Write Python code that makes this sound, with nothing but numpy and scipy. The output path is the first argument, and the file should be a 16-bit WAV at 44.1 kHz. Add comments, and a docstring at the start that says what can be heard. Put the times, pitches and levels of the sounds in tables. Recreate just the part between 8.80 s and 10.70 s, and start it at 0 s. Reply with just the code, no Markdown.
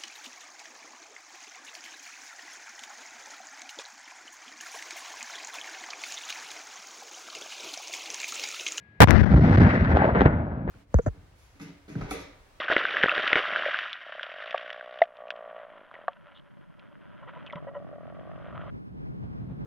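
"""Gas blast on a rocky ridge

Light wind and a thin whine are heard first and go on throughout, made from coloured noise and a sine.
A gas charge then detonates near a small camera: a short burst of flickering, crackling noise.
Slopes, gullies and cliffs scatter the wave back as a rolling rumble, hollow bursts and sharp single echoes.
The pressure jolts both microphones to their end stops, where they go nearly deaf for a while, the right one
for about a quarter second, leaving mostly the ring of the low-cut filter."""
import sys
import numpy as np
from scipy import signal
from scipy.fft import rfft, irfft, next_fast_len
from scipy.io import wavfile
from scipy.ndimage import uniform_filter1d

SR = 44100
rng = np.random.default_rng(int(sys.argv[2]) if len(sys.argv) > 2 else 0)


def unload_audio(sound):
    """Save the sound as a 16-bit wav file, at the path given as the first command line argument."""
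    columns = np.transpose(np.atleast_2d(sound))
    # keep every value between -1 and 1, then stretch to whole-number steps
    steps = np.round(np.clip(columns, -1, 1) * 32767)
    wavfile.write(sys.argv[1], SR, steps.astype(np.int16))


N = 83790
T = np.arange(N) / SR  # time in s

# Tone colour of the wind: pitch_hz, relative level_db (per Hz)
WIND_SPECTRUM = [(25, 12.5), (50, 11.5), (90, 5), (200, -5.5), (400, -13.5), (1500, -24.5), (2250, -18.5),
                 (2800, -26), (6000, -44.5), (16000, -50)]
# Likeness of left and right, for the slopes and the wind: pitch_hz, likeness (1 = the same)
SIDE_LIKENESS = [(60, 0.99), (300, 1), (1000, 0.84), (3000, 0.15), (8000, 0.067)]
# Hollow returns from gullies: centre_s, pitch_hz, peak level_db
GULLIES = [(1.171, 760, -14.5), (1.205, 800, -24.5), (1.222, 820, -14.5), (1.244, 640, -16.5),
           (1.256, 570, -13.5), (1.272, 640, -21), (1.292, 720, -18), (1.31, 560, -22), (1.351, 560, -21.5)]
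# Single echoes from cliffs: start_s, level_db, time_scale_ms (the push lasts four of these)
CLIFF_ECHOES = [(.274, -7, .2), (.2808, -14, .1), (.2845, -8, .1), (.293, -7, .2), (1.171, -8, .16),
                (1.2215, -15, .2), (1.244, -8, .2), (1.3495, -17, .16), (1.3565, -11, .21),
                (1.408, -6, .18), (1.4155, -10, .2), (1.418, -4, .18), (1.4565, -11, .18),
                (1.4593, -4, .22), (1.4655, -11, .22), (1.877, -22, .25)]
# Loudness of the waves from the slopes: time_s, boom_db, body_db, crackle_db, fizz_db
ROLL_LEVELS = [(.204, -20, -54, -42, -63), (0.258, -11, -14.5, -32.5, -29), (.32, -9.5, -20.5, -29, -38.5),
               (.41, -11, -26.5, -32.5, -39.5), (.47, -18.5, -31, -38.5, -51),
               (.51, -14.5, -31, -43, -51.5), (.54, -6.5, -25.5, -34.5, -48),
               (0.601, -21.5, -35, -45.5, -54.5), (.64, -10.5, -28.5, -37, -49),
               (.69, -17, -26, -36.5, -50.5), (0.749, -19.5, -26, -35, -45.5), (.83, -9, -23.5, -29.5, -43),
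               (.86, -18, -26, -31, -52.5), (.89, -14.5, -27, -35, -50.5), (.905, -23, -34, -27, -49),
               (0.927, -22, -29.5, -34.5, -54), (.95, -22, -28, -33, -50), (0.984, -21, -34.5, -35, -62),
               (1.013, -15.5, -30.5, -36, -54), (1.032, -22, -38, -40.5, -61),
               (1.048, -20.5, -29.5, -35, -55), (1.068, -21, -33.5, -38.5, -63.5),
               (1.108, -21.5, -27, -37, -55), (1.124, -22, -26, -33, -54),
               (1.141, -10.5, -26.5, -36.5, -60.5), (1.176, -35, -27, -33, -53.5),
               (1.19, -23.5, -25.5, -35, -63.5), (1.251, -29, -27, -32.5, -63.5),
               (1.275, -22.5, -25.5, -40, -61), (1.298, -31.5, -24.5, -37.5, -67),
               (1.322, -26.5, -32.5, -44, -74), (1.343, -31, -34, -42, -72),
               (1.355, -22.5, -25, -33, -75.5), (1.39, -21, -23.5, -34, -61), (1.413, -15.5, -25, -30, -65),
               (1.447, -23, -29.5, -43.5, -61), (1.456, -11.5, -23.5, -26, -69.5),
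               (1.489, -21, -26, -41.5, -83), (1.566, -27, -34.5, -46.5, -91),
               (1.674, -30, -37.5, -57.5, -85), (1.77, -34, -42.5, -59, -94),
               (1.867, -28.5, -44, -66, -100), (1.881, -28.5, -34.5, -47, -93)]
# Tone colours of the four bands of the roll, low to high: pitch_hz, relative level_db (per Hz)
BOOM_SPECTRUM = [(18, 3), (27, 23), (36, 30), (50, 17), (75, 5), (120, 1.5), (200, -1.5), (260, -6.5),
                 (340, -21), (430, -36.5), (800, -99)]
BODY_SPECTRUM = [(150, -26), (300, -2.5), (420, -3.5), (600, -0.5), (800, -5), (1100, -12), (1500, -16),
                 (2500, -89)]
CRACKLE_SPECTRUM = [(600, -23), (1100, -9.5), (1600, 1.5), (2050, -3), (2300, -9.5), (3200, -21),
                    (4500, -35.5), (7000, -75.5)]
FIZZ_SPECTRUM = [(2500, -10), (4200, -10.5), (5500, -11.5), (7000, -23.5), (9000, -33.5), (14000, -49)]
# Tone colour of the direct blast: pitch_hz, relative level_db (per Hz)
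BLAST_SPECTRUM = [(100, -77), (300, -4), (600, 5.5), (1000, 2), (1500, -3.5), (2200, -8), (3200, -17.5),
                  (6000, -27), (16500, -22.5)]
# Resonance of each microphone port, left then right: pitch_hz, width_hz, boost_db
PORTS = [(1900, 900, 6), (4000, 1500, 4)]
# Microphone overloads: deaf_from_s, deaf_until_s, jolt_s, jolt_size (signed, before the low cut)
LEFT_STOPS = [(.2145, .217, .2108, 1.07), (.2283, .2312, .222, -1.25), (.2347, .239, .2293, -1.6),
              (.2435, .274, .2399, -1.5), (.278, .2805, .274, .8), (.282, .284, .281, .35),
              (.2975, .3015, .2955, .7), (.3315, .335, .3275, .8), (.386, .39, .3815, .7),
              (.4175, .431, .414, 1.2), (.447, .456, .4423, .5), (.552, .557, .5481, .35),
              (.5875, .59, .58, .9), (.6, .607, .5935, 1.1), (.702, .708, .6972, -.6),
              (.716, .718, .711, .9), (.761, .773, .7555, .6), (.789, .798, .7818, 1.1),
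              (.803, .805, .8007, .7), (.823, .826, .8171, 1), (1.138, 1.141, 1.136, .4)]
RIGHT_STOPS = [(.2052, .2115, .2038, -1.65), (.2155, .218, .2124, 1), (.229, .231, .2273, 1.7),
               (.2355, .239, .2336, .5), (.241, .4225, .2396, -1.9), (.4232, .503, .4216, .65),
               (.552, .557, .5478, .25), (.5875, .59, .58, .8), (.6, .607, .5932, 1),
               (.702, .708, .697, -.65), (.716, .718, .7106, .9), (.761, .773, .7551, .65),
               (.789, .798, .7816, 1.05), (.803, .805, .8003, .75), (.823, .826, .8169, 1),
               (1.138, 1.141, 1.136, .4)]

WIND_DB, WHINE_DB, WHINE_HZ = -57, -62, 1662
LAG_S = 0.00028  # the left microphone hears the slopes later
LATE_T = T - np.array([[LAG_S], [0]])  # time in s as each side hears it
GULLY_HALF_S = 0.0042  # from the centre of a return to where it has sunk to 1/e
SNAP_S, SNAP_DB, SNAP_LENGTH_S = 0.3078, 4.5, 0.00044  # one bright snap among the echoes
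RETURNS_PER_S, SIZE_SPREAD_DB = 6000, 2.5  # small reflectors answering on each side
PATCH_DB = 1  # unevenness of the slopes over time and pitch
BLAST_S, BLAST_LENGTH_S, BLAST_DB = 0.2038, 0.039, 2
BLAST_FLICKER_DB, BLAST_FADE_DB_PER_S = 6, 3000  # the fade begins after the burst
LEFT_DB = 0.35  # left is raised by this, right lowered by it
PREAMP_TOP, CEILING = 0.68, 1.0  # largest amplitudes
JOLT_RISE_S = 0.002
CREEP_HZ = 55  # slow pressure below this outlasts short stops
LEAK_DB, LEAK_FADE_DB_PER_S = -14, 850  # what still passes at a stop
SEEP_DB, SEEP_FADE_DB_PER_S = -30, 300  # a fainter remainder that lasts longer
LOWCUT_HZ, DULL_HZ, TOP_HZ = 72, 6550, 16900


def amp(db):
    """Turn decibels into an amplitude factor."""
    return 10 ** (np.asarray(db) / 20)


def along(points, hz):
    """Read a curve of (Hz, value) points on a log pitch axis."""
    point_hz, values = np.transpose(points)
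    return np.interp(np.log(hz + 1), np.log(point_hz + 1), values)


def filtered(x, response):
    """Change each pitch of x by a response, which may also shift its timing."""
    length = next_fast_len(N + SR // 2)
    hz = np.fft.rfftfreq(length, 1 / SR)
    return irfft(rfft(x, length) * response(hz), length)[..., :N]


def lowcut(x):
    """The camera's steep filter removes low pitches and rings after a jolt."""
    sos = signal.butter(6, LOWCUT_HZ, "high", fs=SR, output="sos")
    return signal.sosfilt(sos, x)


def spread(pair, spectrum, lag_s):
    """Colour two sources and mix them to left and right, with rms 1 after the low cut."""
    def colour_and_share(hz):
        turn = np.arccos(np.clip(along(SIDE_LIKENESS, hz), -1, 1)) / 2
        return amp(along(spectrum, hz)) * [np.cos(turn), np.sin(turn)]

    def side_delay(hz):
        # half the lag delays the left, half advances the right
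        return np.exp(-1j * np.pi * hz * lag_s * np.array([[1], [-1]]))

    common, opposite = filtered(pair, colour_and_share)
    both = filtered(np.array([common + opposite, common - opposite]), side_delay)
    return both / np.sqrt(np.mean(lowcut(both) ** 2))


def wind():
    """Light wind is steady noise, coloured and partly shared by the two sides."""
    return amp(WIND_DB) * spread(rng.standard_normal((2, N)), WIND_SPECTRUM, 0)


def whine():
    """A thin steady whine is one sine, weaker and upside down on the right."""
    tone = np.sqrt(2) * np.sin(2 * np.pi * WHINE_HZ * T)
    return amp(WHINE_DB) * tone * np.array([[1], [-0.3]])


def gullies():
    """Each gully answers with a short hollow burst of a few waves."""
    out = np.zeros((2, N))
    for centre_s, hz, db in GULLIES:
        phase = rng.uniform(0, 2 * np.pi)
        swell = np.exp(-((LATE_T - centre_s) / GULLY_HALF_S) ** 2)
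        out += amp(db) * swell * np.sin(2 * np.pi * hz * LATE_T + phase)
    return out


def cliff_echoes():
    """Each cliff sends back one pressure wave, rounded by distance: a push and a pull."""
    out = np.zeros((2, N))
    for start_s, db, scale_ms in CLIFF_ECHOES:
        u = np.clip((LATE_T - start_s) / (scale_ms / 1000), 0, 60)
        out += amp(db) * u ** 3 * (1 - u / 4) * np.exp(1 - u)
    return out


def snap():
    """One bright snap is a single square push and pull, the same on both sides."""
    during = (T > SNAP_S) & (T < SNAP_S + SNAP_LENGTH_S)
    return amp(SNAP_DB) * during * np.sign(np.sin(2 * np.pi * (T - SNAP_S) / SNAP_LENGTH_S))


def reflectors():
    """Thousands of small reflectors of scattered size answer as clicks, in uneven patches."""
    struck = rng.random((2, N)) < RETURNS_PER_S / SR
    sizes = rng.standard_normal((2, N)) * amp(SIZE_SPREAD_DB * rng.standard_normal((2, N)))
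    grid = signal.stft(struck * sizes, nperseg=512)[2]
    # random patches over pitch and time, shared by both sides
    patches = uniform_filter1d(rng.standard_normal(grid.shape[1:]), size=6, axis=0)
    patches = uniform_filter1d(patches, size=5, axis=1)
    uneven = grid * amp(PATCH_DB * patches / patches.std())
    return signal.istft(uneven, nperseg=512)[1][:, :N]


def roll():
    """Slopes scatter the wave into a rumble whose four bands swell on their own."""
    times_s, *band_levels = np.transpose(ROLL_LEVELS)
    spectra = (BOOM_SPECTRUM, BODY_SPECTRUM, CRACKLE_SPECTRUM, FIZZ_SPECTRUM)
    source = reflectors()
    out = np.zeros((2, N))
    for levels_db, spectrum in zip(band_levels, spectra):
        out += amp(np.interp(T, times_s, levels_db)) * spread(source, spectrum, LAG_S)
    return out * (T > BLAST_S)


def blast():
    """The blast is a flickering crackle, unlike on the two sides, far too loud for the preamplifier."""
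    crackle = filtered(rng.standard_normal((2, N)), lambda hz: amp(along(BLAST_SPECTRUM, hz)))
    flicker = uniform_filter1d(rng.standard_normal(N), size=90)
    flicker_db = BLAST_FLICKER_DB * flicker / flicker.std()
    fade_db = BLAST_FADE_DB_PER_S * np.clip(T - BLAST_S - BLAST_LENGTH_S, 0, None)
    level = amp(BLAST_DB + flicker_db - fade_db)
    return level * crackle / crackle.std() * (T > BLAST_S)


def scene():
    """Add up all the sound that reaches the microphones."""
    return wind() + whine() + gullies() + cliff_echoes() + snap() + roll() + blast()


def overloaded(x, stops):
    """The preamplifier squares off peaks; the jolted diaphragm barely follows while on its stop."""
    creep = filtered(x, lambda hz: 1 / (1 + (hz / CREEP_HZ) ** 8))
    quick = PREAMP_TOP * np.tanh((x - creep) / PREAMP_TOP)
    freedom = np.ones(N)  # 1 = the diaphragm follows fully
    jolts = np.zeros(N)
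    for from_s, until_s, jolt_s, size in stops:
        since = np.abs(T - from_s)
        leak = amp(LEAK_DB - LEAK_FADE_DB_PER_S * since)
        seep = amp(SEEP_DB - SEEP_FADE_DB_PER_S * since)
        freedom = np.where((T > from_s) & (T < until_s), leak + seep, freedom)
        rise = np.clip((T - jolt_s) / JOLT_RISE_S, 0, 1)
        jolts += size * np.sin(np.pi / 2 * rise) ** 2
    # the slow pressure feels only a smoothed version of the stops
    awake = uniform_filter1d(freedom * (T > BLAST_S), size=1500)
    awake = uniform_filter1d(awake, size=1500)
    # each small movement is scaled, so the diaphragm goes on from where it rests
    followed = np.cumsum(np.diff(quick, prepend=0) * freedom)
    return awake * creep + followed + jolts


def port_colour(hz):
    """The opening before each microphone boosts the pitches around its resonance."""
    responses = []
    for centre_hz, width_hz, db in PORTS:
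        damping = 1j * hz * width_hz
        resonance = damping / (centre_hz ** 2 - hz ** 2 + damping)
        responses.append(1 + (amp(db) - 1) * resonance)
    return np.array(responses)


def treble_limit(hz):
    """Treble is gently dulled, then falls to nothing at the top edge."""
    edge = np.clip((TOP_HZ - hz) / 800, 0, 1) ** 2
    return edge / (1 + 1j * hz / DULL_HZ)


def record(dry):
    """The camera adds port colour, overload, low cut, a soft ceiling and a treble limit."""
    left, right = filtered(dry, port_colour) * amp([[LEFT_DB], [-LEFT_DB]])
    cut = lowcut(np.array([overloaded(left, LEFT_STOPS), overloaded(right, RIGHT_STOPS)]))
    held = cut / (1 + np.abs(cut / CEILING) ** 6) ** (1 / 6)
    return filtered(held, treble_limit)


dry = scene()
out = record(dry)
unload_audio(out)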